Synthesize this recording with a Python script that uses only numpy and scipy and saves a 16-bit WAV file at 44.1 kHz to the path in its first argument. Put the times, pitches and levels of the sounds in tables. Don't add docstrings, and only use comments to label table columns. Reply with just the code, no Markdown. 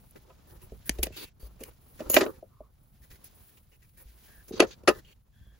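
import sys
import numpy as np
from scipy import signal
from scipy.fft import rfft, irfft, next_fast_len
from scipy.io import wavfile
from scipy.ndimage import uniform_filter1d

SR = 44100
rng = np.random.default_rng(int(sys.argv[2]) if len(sys.argv) > 2 else 0)


def wav_out(sig):
    wavfile.write(sys.argv[1], SR, np.round(np.clip(np.atleast_2d(sig).T, -1, 1) * 32767).astype(np.int16))


N = 246519

# t/s, clunk level/dB, clunk centre f/Hz, clank level/dB, tick level/dB, contact/ms
KNOCK_TABLE = [(0.108, -87, 550, -84, -53.5, 4.3), (0.157, -52, 230, -61, -97, 13),
               (0.298, -52.5, 776, -62, -92, 13), (0.718, -43, 324, -66, -71, 7.9),
               (0.893, -27.5, 348, -21, -24, 4.06), (0.984, -34, 393, -48, -55, 10.3),
               (1.028, -33, 500, -25, -22.5, 11.6), (1.067, -35.5, 470, -41.5, -54, 5.0),
               (1.102, -45.5, 483, -77, -76, 6.1), (1.424, -52.5, 377, -65, -63, 8.3),
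               (1.602, -41, 390, -55.5, -55.5, 22), (1.635, -60, 460, -43, -38, 5),
               (1.71, -68.5, 450, -65.5, -84, 4.9), (2.002, -31.5, 430, -49, -62.5, 9.8),
               (2.1, -28.5, 530, -34.5, -19.5, 2), (2.141, -28, 540, -25, -21, 6.7),
               (2.164, -10.5, 670, -13, -39, 8.8), (2.207, -20.5, 570, -26, -40.5, 14),
               (2.226, -25.5, 510, -53.5, -57.5, 9.7), (2.262, -29, 448, -41, -71.5, 5.3),
               (2.425, -40, 433, -82, -81, 6.2), (2.603, -41.5, 422, -80, -74, 6.8),
               (3.111, -69, 552, -57.5, -66, 13.4), (3.241, -64.5, 745, -66, -46.5, 7.7),
               (4.506, -33.5, 373, -65.5, -58, 9.1), (4.533, -33.5, 337, -58.5, -65, 8.1),
               (4.595, -18.5, 545, -28, -42.5, 15.6), (4.602, -10, 620, -13, -24, 3.7),
               (4.617, -19, 620, -32, -50, 18.5), (4.834, -48, 427, -65, -70, 6.6),
               (4.874, -12, 673, -19, -32, 15), (4.884, -12.5, 620, -23.5, -33, 12)]
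# f/Hz, level/dB, time to fall by 60 dB/s
FRAME_MODES = [(176, -14, .06), (240, -20, .05), (379.8, 1, 0.048), (441, -7, 0.08), (528, -5.5, 0.061),
               (609.5, 0.5, 0.044), (674, -14, 0.017), (1009, -7.5, 0.056), (1243, -2.5, 0.071),
               (1217, -17.5, 0.082)]
# f/Hz, level/dB, time to fall by 60 dB/s
TEETH_MODES = [(1766, -4, 0.15), (1874, -3, .04), (1994, 2, 0.037), (2400, -2.5, 0.013), (2450, 1, 0.033),
               (2665, 6, 0.03), (2900, 6, .04), (3230, -3.5, .04), (3540, -6.5, 0.033), (3870, -4, 0.057),
               (4400, -7.5, 0.073), (4640, -6, 0.048), (4980, -8.5, .03), (5370, -7.5, 0.024),
               (6780, -5.5, 0.0074), (6260, -6.5, .03), (6507, -10, 0.031)]


def from_db(db):
    return 10 ** (np.asarray(db) / 20)


def rms_one(x):
    return x / np.sqrt(np.mean(x ** 2) + 1e-20)


def top_one(x):
    return x / np.sqrt(uniform_filter1d(x ** 2, size=220).max())


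def band(x, low_hz, high_hz):
    sos = signal.butter(3, [low_hz, min(high_hz, .45 * SR)], "band", fs=SR, output="sos")
    return signal.sosfilt(sos, x)


def ring(force, hz, t60):
    radius = from_db(-60 / (t60 * SR))
    angle = 2 * np.pi * hz / SR
    return signal.lfilter([0, np.sin(angle)], [1, -2 * radius * np.cos(angle), radius * radius], force + 1e-18)


def drift(rate_hz):
    r = np.exp(-2 * np.pi * rate_hz / SR)
    noise = rng.standard_normal(N + SR)
    return rms_one(signal.lfilter([1], [1, -2 * r, r * r], noise)[SR:])


def coloured(x, spectrum):
    size = next_fast_len(N)
    hz, db = np.transpose(spectrum)
    log_hz = np.log(np.maximum(np.arange(size // 2 + 1) * SR / size, 1))
    gain = from_db(np.interp(log_hz, np.log(hz), db, -80, -80))
    return rms_one(irfft(rfft(x, size) * gain, size)[..., :N])


def rubbing(spectrum, alike, grit_db, flicker_db):
    grains = from_db(grit_db * np.minimum(rng.exponential(1, N), 5))
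    shared, own = rng.standard_normal((2, N)) * grains
    alike = np.clip(alike, -.995, .995)
    pair = np.sqrt(1 + alike) * shared + np.sqrt(1 - alike) * own * [[1], [-1]]
    return coloured(pair * from_db(flicker_db * drift(25)), spectrum)


def strike(force, modes, stretch, centre_hz, octaves, scatter_db=3):
    luck_db = rng.normal(0, scatter_db, len(modes))
    rings = 0
    for (hz, db, t60), more_db in zip(modes, luck_db):
        near_db = -6 * (np.log2(hz / centre_hz) / octaves) ** 2
        rings = rings + from_db(db + near_db + more_db) * ring(force, hz, t60 * stretch) / np.sqrt(t60)
    return band(rings, centre_hz / 2.2, centre_hz * 3.0)


def blows(table, modes, scatter_db):
    at = [round(s * SR) for s, db in table]
    blow_db = np.array(table)[:, 1]
    out = np.zeros(N)
    for hz, level_db, t60 in modes:
        clicks = np.zeros(N)
        clicks[at] = from_db(blow_db + level_db + rng.normal(0, scatter_db, len(at)))
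        out += ring(clicks, hz, t60)
    return out


def handling():
    # t/s, rumble level/dB, dull rub level/dB, scrape level/dB, rustle level/dB
    background = [(0.0, -60, -70.5, -73, -63.5), (0.28, -56.5, -65.5, -72, -71),
                  (0.78, -55, -66.5, -68.5, -66.5), (1.05, -50, -63, -65, -66),
                  (1.25, -56.5, -75, -63, -84), (1.341, -58, -72.5, -83.5, -78),
                  (1.421, -58, -70.5, -72, -72), (1.499, -56, -65, -73.5, -70.5),
                  (1.66, -58, -65, -69.5, -70), (1.78, -59.5, -69, -73.5, -67.5),
                  (1.95, -58.5, -66, -69, -60), (2.18, -48, -52.5, -54.5, -62.5),
                  (2.38, -57.5, -70, -75.5, -70.5), (2.699, -62, -74.5, -81.5, -76),
                  (2.92, -58.5, -72.5, -77, -69), (3.2, -60, -66.5, -69.5, -66),
                  (3.551, -62, -69.5, -69.5, -64), (3.65, -59.5, -75, -76, -69.5),
                  (3.95, -61.5, -74.5, -75, -69), (4.25, -60, -66, -65.5, -59),
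                  (4.48, -58.5, -66.5, -69, -62), (4.64, -49, -62, -69, -72), (4.8, -58, -63.5, -72.5, -73),
                  (4.97, -52.5, -63.5, -70, -69.5), (5.25, -66.5, -77, -84.5, -79),
                  (5.38, -57, -73, -75, -72.5), (5.59, -61.5, -68, -77.5, -75.5)]
    # f/Hz, level per Hz/dB
    rumble_spectrum = [(12, -38), (20, -10.5), (59, -2), (124, -8), (182, -15), (211, -17.5), (300, -28),
                       (390, -50.5), (660, -120)]
    rub_spectrum = [(110, -22), (170, 0.5), (270, -3), (520, -7), (800, -9), (1400, -13.5), (2000, -36.5)]
    scrape_spectrum = [(900, -25), (1500, -0.5), (2500, -1.5), (4000, -2), (6000, -4.5), (7600, -4.5),
                       (9000, -28.5)]
    rustle_spectrum = [(7000, -21.5), (8500, -2.5), (11000, -3), (13500, 0), (15800, 4.5), (16600, -24.5)]
    s, *levels = np.transpose(background)
    rumble_db, rub_db, scrape_db, rustle_db = [np.interp(np.arange(N) / SR, s, level) for level in levels]
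    rumble = rubbing(rumble_spectrum, .8, grit_db=0, flicker_db=2.5)
    rub = rubbing(rub_spectrum, 0.21, grit_db=3.0, flicker_db=2.5)
    scrape = rubbing(scrape_spectrum, 0.34, grit_db=3.0, flicker_db=2.0)
    rustle = rubbing(rustle_spectrum, 1.0, grit_db=1.5, flicker_db=1.5)
    steady = from_db(rumble_db) * rumble + from_db(rub_db) * rub
    steady += from_db(scrape_db) * scrape + from_db(rustle_db) * rustle
    return steady + scuffs(rub, scrape, rustle)


def knocks():
    even_clank_hz, tick_db_per_octave = 4580, 24.5
    ring_factor, ring_per_db = .45, 0.22
    soft_db, soft_reach = -30, 1.6
    tick_reach = 3.3
    out = np.zeros((2, N + SR))
    t = np.arange(SR // 4) / SR
    for s, clunk_db, clunk_hz, clank_db, tick_db, contact_ms in KNOCK_TABLE:
        clank_hz = even_clank_hz * 2 ** ((tick_db - clank_db) / tick_db_per_octave)
        clank_hz = np.clip(clank_hz, 1800, 6800)
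        stretch = np.clip(ring_factor + ring_per_db * (clunk_db - clank_db), .15, 1)
        pan_db = rng.normal(0, 2)

        phase = t / (contact_ms / 1000)
        chatter = np.minimum(phase * 3.6, 1) * np.exp(-phase ** 2)
        force, own = rng.standard_normal((2, len(t))) * chatter
        wide = force + .65 * own * [[1], [-1]]

        crack = top_one(band(wide, clank_hz / 2.1, clank_hz * 1.685))
        clank = top_one(strike(wide, TEETH_MODES, stretch, clank_hz, octaves=9.7)) + from_db(1) * crack
        clunk = strike(force, FRAME_MODES, stretch, clunk_hz, octaves=.9)
        if clunk_db < soft_db:
            clunk = band(clunk, 100, clunk_hz * soft_reach)
        tick = band(force, 9100, np.clip(clank_hz * tick_reach, 10500, 16300))

        sound = from_db(clunk_db) * top_one(clunk) + from_db(clank_db) * top_one(clank)
        sound += from_db(tick_db) * top_one(tick)
        at = round(s * SR)
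        out[:, at:at + len(t)] += sound * from_db([[pan_db / 2], [-pan_db / 2]])
    return out[:, :N]


def echoes(x):
    t60_s, rise_s = .07, 0.022
    t = np.arange(SR // 4) / SR
    tail = band(rng.standard_normal((2, len(t))), 200, 7000)
    tail = tail * from_db(-60 * t / t60_s) * np.minimum(t / rise_s, 1)
    tail = tail / np.sqrt(np.sum(tail ** 2) / 2)
    return signal.fftconvolve(x[None], tail, axes=1)[:, :N]


def scuffs(rub, scrape, rustle):
    # start t/s, end t/s, rub level/dB, scrape level/dB, rustle level/dB, scrape centre f/Hz
    strokes = [(0.156, 0.187, -53, -64, -70, 2000), (0.246, 0.324, -64.5, -93, -102, 1720),
               (0.472, 0.577, -61, -74, -66, 1600), (0.616, 0.658, -59, -69.5, -58.5, 2800),
               (0.855, 0.888, -65, -59, -47.5, 1890), (0.877, 1.018, -61, -74, -63, 2610),
               (1.024, 1.072, -49, -53, -43.5, 2600), (1.122, 1.297, -74, -59, -62, 3550),
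               (1.163, 1.254, -50.5, -47.5, -50, 4700), (1.396, 1.483, -63.5, -67, -59.5, 5540),
               (1.592, 1.702, -60, -65, -60, 2580), (1.992, 2.043, -48, -59, -82, 2020),
               (2.015, 2.093, -47, -83, -80, 1500), (2.094, 2.178, -43.5, -47.5, -33.5, 6900),
               (2.133, 2.197, -34.5, -32, -47, 2640), (2.16, 2.25, -32, -40.5, -59.5, 1458),
               (2.25, 2.316, -38, -67, -56.5, 1500), (2.309, 2.4, -60, -74, -71.5, 2020),
               (3.017, 3.059, -83, -70.5, -64.5, 1910), (3.102, 3.17, -67.5, -66.5, -64, 2104),
               (3.241, 3.285, -81, -64, -55, 6450), (3.345, 3.514, -88, -85, -64.5, 1536),
               (3.57, 3.587, -68.5, -64, -84, 3430), (3.716, 3.767, -71.5, -70, -77.5, 2910),
               (3.819, 3.859, -80.5, -69, -75.5, 2400), (3.971, 4.036, -67, -67, -57, 2110),
               (4.479, 4.504, -56.5, -59, -54, 7330), (4.522, 4.582, -51, -50.5, -72, 5300),
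               (4.575, 4.607, -41, -52.5, -59, 4600), (4.607, 4.661, -29.5, -54, -60, 1500),
               (4.667, 4.716, -54.5, -57.5, -70, 6650), (4.708, 4.744, -64, -50.5, -68.5, 4900),
               (4.879, 4.923, -28, -41.5, -50, 1740), (4.921, 5.006, -51, -58.5, -60, 1570),
               (5.046, 5.139, -72.5, -63, -77, 3820)]
    near_s = .014
    fall_db, swell_db = 10, 7
    hum_db, sing_db = 0.5, 1
    rise, fade = round(.007 * SR), round(.02 * SR)
    out = np.zeros((2, N))
    for start, end, rub_db, scrape_db, rustle_db, hz in strokes:
        begun, ended = [min(abs(knock[0] - s) for knock in KNOCK_TABLE) < near_s for s in (start, end)]
        tilt_db = -swell_db if ended else fall_db * begun
        span = slice(round(start * SR) - rise // 2, round(end * SR) + fade // 2)
        i = np.arange(span.stop - span.start)
        gate = np.clip(np.minimum(i / rise, i[::-1] / fade), 0, 1) ** 2
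        gate = gate * from_db(tilt_db * (.5 - i / len(i)))

        frame = strike(rub[:, span], FRAME_MODES, 1.0, 500, octaves=0.26)
        hum = band(rub[:, span], 290, 2100) + from_db(hum_db) * rms_one(frame)
        teeth = strike(scrape[:, span], TEETH_MODES, 0.9, hz, octaves=.33, scatter_db=5)
        sing = scrape[:, span] + from_db(sing_db) * rms_one(teeth)
        stroke = from_db(rub_db) * rms_one(hum) + from_db(scrape_db) * rms_one(sing)
        stroke += from_db(rustle_db) * rustle[:, span]
        out[:, span] += gate * stroke
    return out


def stand_rocks():
    # t/s, level/dB
    rock_blows = [(.718, -39.5), (.897, -28.5), (.99, -25), (1.02, -29), (1.43, -36.5), (1.6, -43),
                  (2.06, -38), (2.6, -46.5), (3.11, -46), (4.055, -45), (4.38, -51.5), (4.6, -39.5),
                  (4.88, -39), (5.17, -55), (5.47, -44.5)]
    mode = (55, 0, .3)  # f/Hz, level/dB, time to fall by 60 dB/s
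    stand = np.array([blows(rock_blows, [mode], scatter_db=1.5) for ear in range(2)])
    return signal.sosfilt(signal.butter(2, 150, fs=SR, output="sos"), stand)


def pin_rings():
    # t/s, level/dB
    pin_blows = [(2.099, -17), (2.116, -23.5), (2.143, -20), (2.158, -23), (2.17, -29.5), (2.187, -33.5)]
    # f/Hz, level/dB, time to fall by 60 dB/s
    pin_modes = [(6725, -13, .14), (6939, -17, .1), (12845, -6, .08), (12889, 0, .12), (13085, -5, .1),
                 (14244, -5, .05)]
    return band(blows(pin_blows, pin_modes, scatter_db=3.5), 5300, 14000)


def whines():
    # start t/s, end t/s, f/Hz, level/dB, level of the octave above/dB
    whine_table = [(2.498, 2.69, 1122, -70.5, -93), (4.257, 4.44, 1706, -65.5, -93),
                   (5.321, 5.579, 1674, -73.5, -77.5)]
    width_hz, edge_s = 250, .03
    out = np.zeros((2, N))
    t = np.arange(N) / SR
    for start, end, hz, db, octave_db in whine_table:
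        gate = np.clip(np.minimum(t - start, end - t) / edge_s, 0, 1)
        for centre_hz, level_db in (hz, db), (2 * hz, octave_db):
            noise = rng.standard_normal((2, N))
            tone = band(noise, centre_hz - width_hz / 2, centre_hz + width_hz / 2)
            out += gate * from_db(level_db) * rms_one(tone + tone[::-1] / 2)
    return out


def scene():
    echo_db = -21
    background = handling()
    hits = knocks() + pin_rings()
    return background + hits + from_db(echo_db) * echoes(hits.mean(0)) + stand_rocks() + whines()


def record(dry):
    # f/Hz, lead of the left channel/rad (negative: it lags)
    port_lead = [(0, 0), (1200, -.1), (6500, -.3), (7300, -1.9), (8600, -3.1), (11000, -6.2), (13500, -9.4),
                 (16700, -12.5)]
    cutoff_hz = 17100
    size = next_fast_len(N + 4096)
    lead = np.interp(np.arange(size // 2 + 1) * SR / size, *np.transpose(port_lead))
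    shift = np.exp(.5j * lead * [[1], [-1]])
    wet = irfft(rfft(dry, size) * shift, size)[:, :N]
    wet = wet / (1 + np.abs(wet) ** 4) ** .25
    return .98 * signal.sosfilt(signal.cheby2(14, 90, cutoff_hz, fs=SR, output="sos"), wet)


dry = scene()
out = record(dry)
wav_out(out)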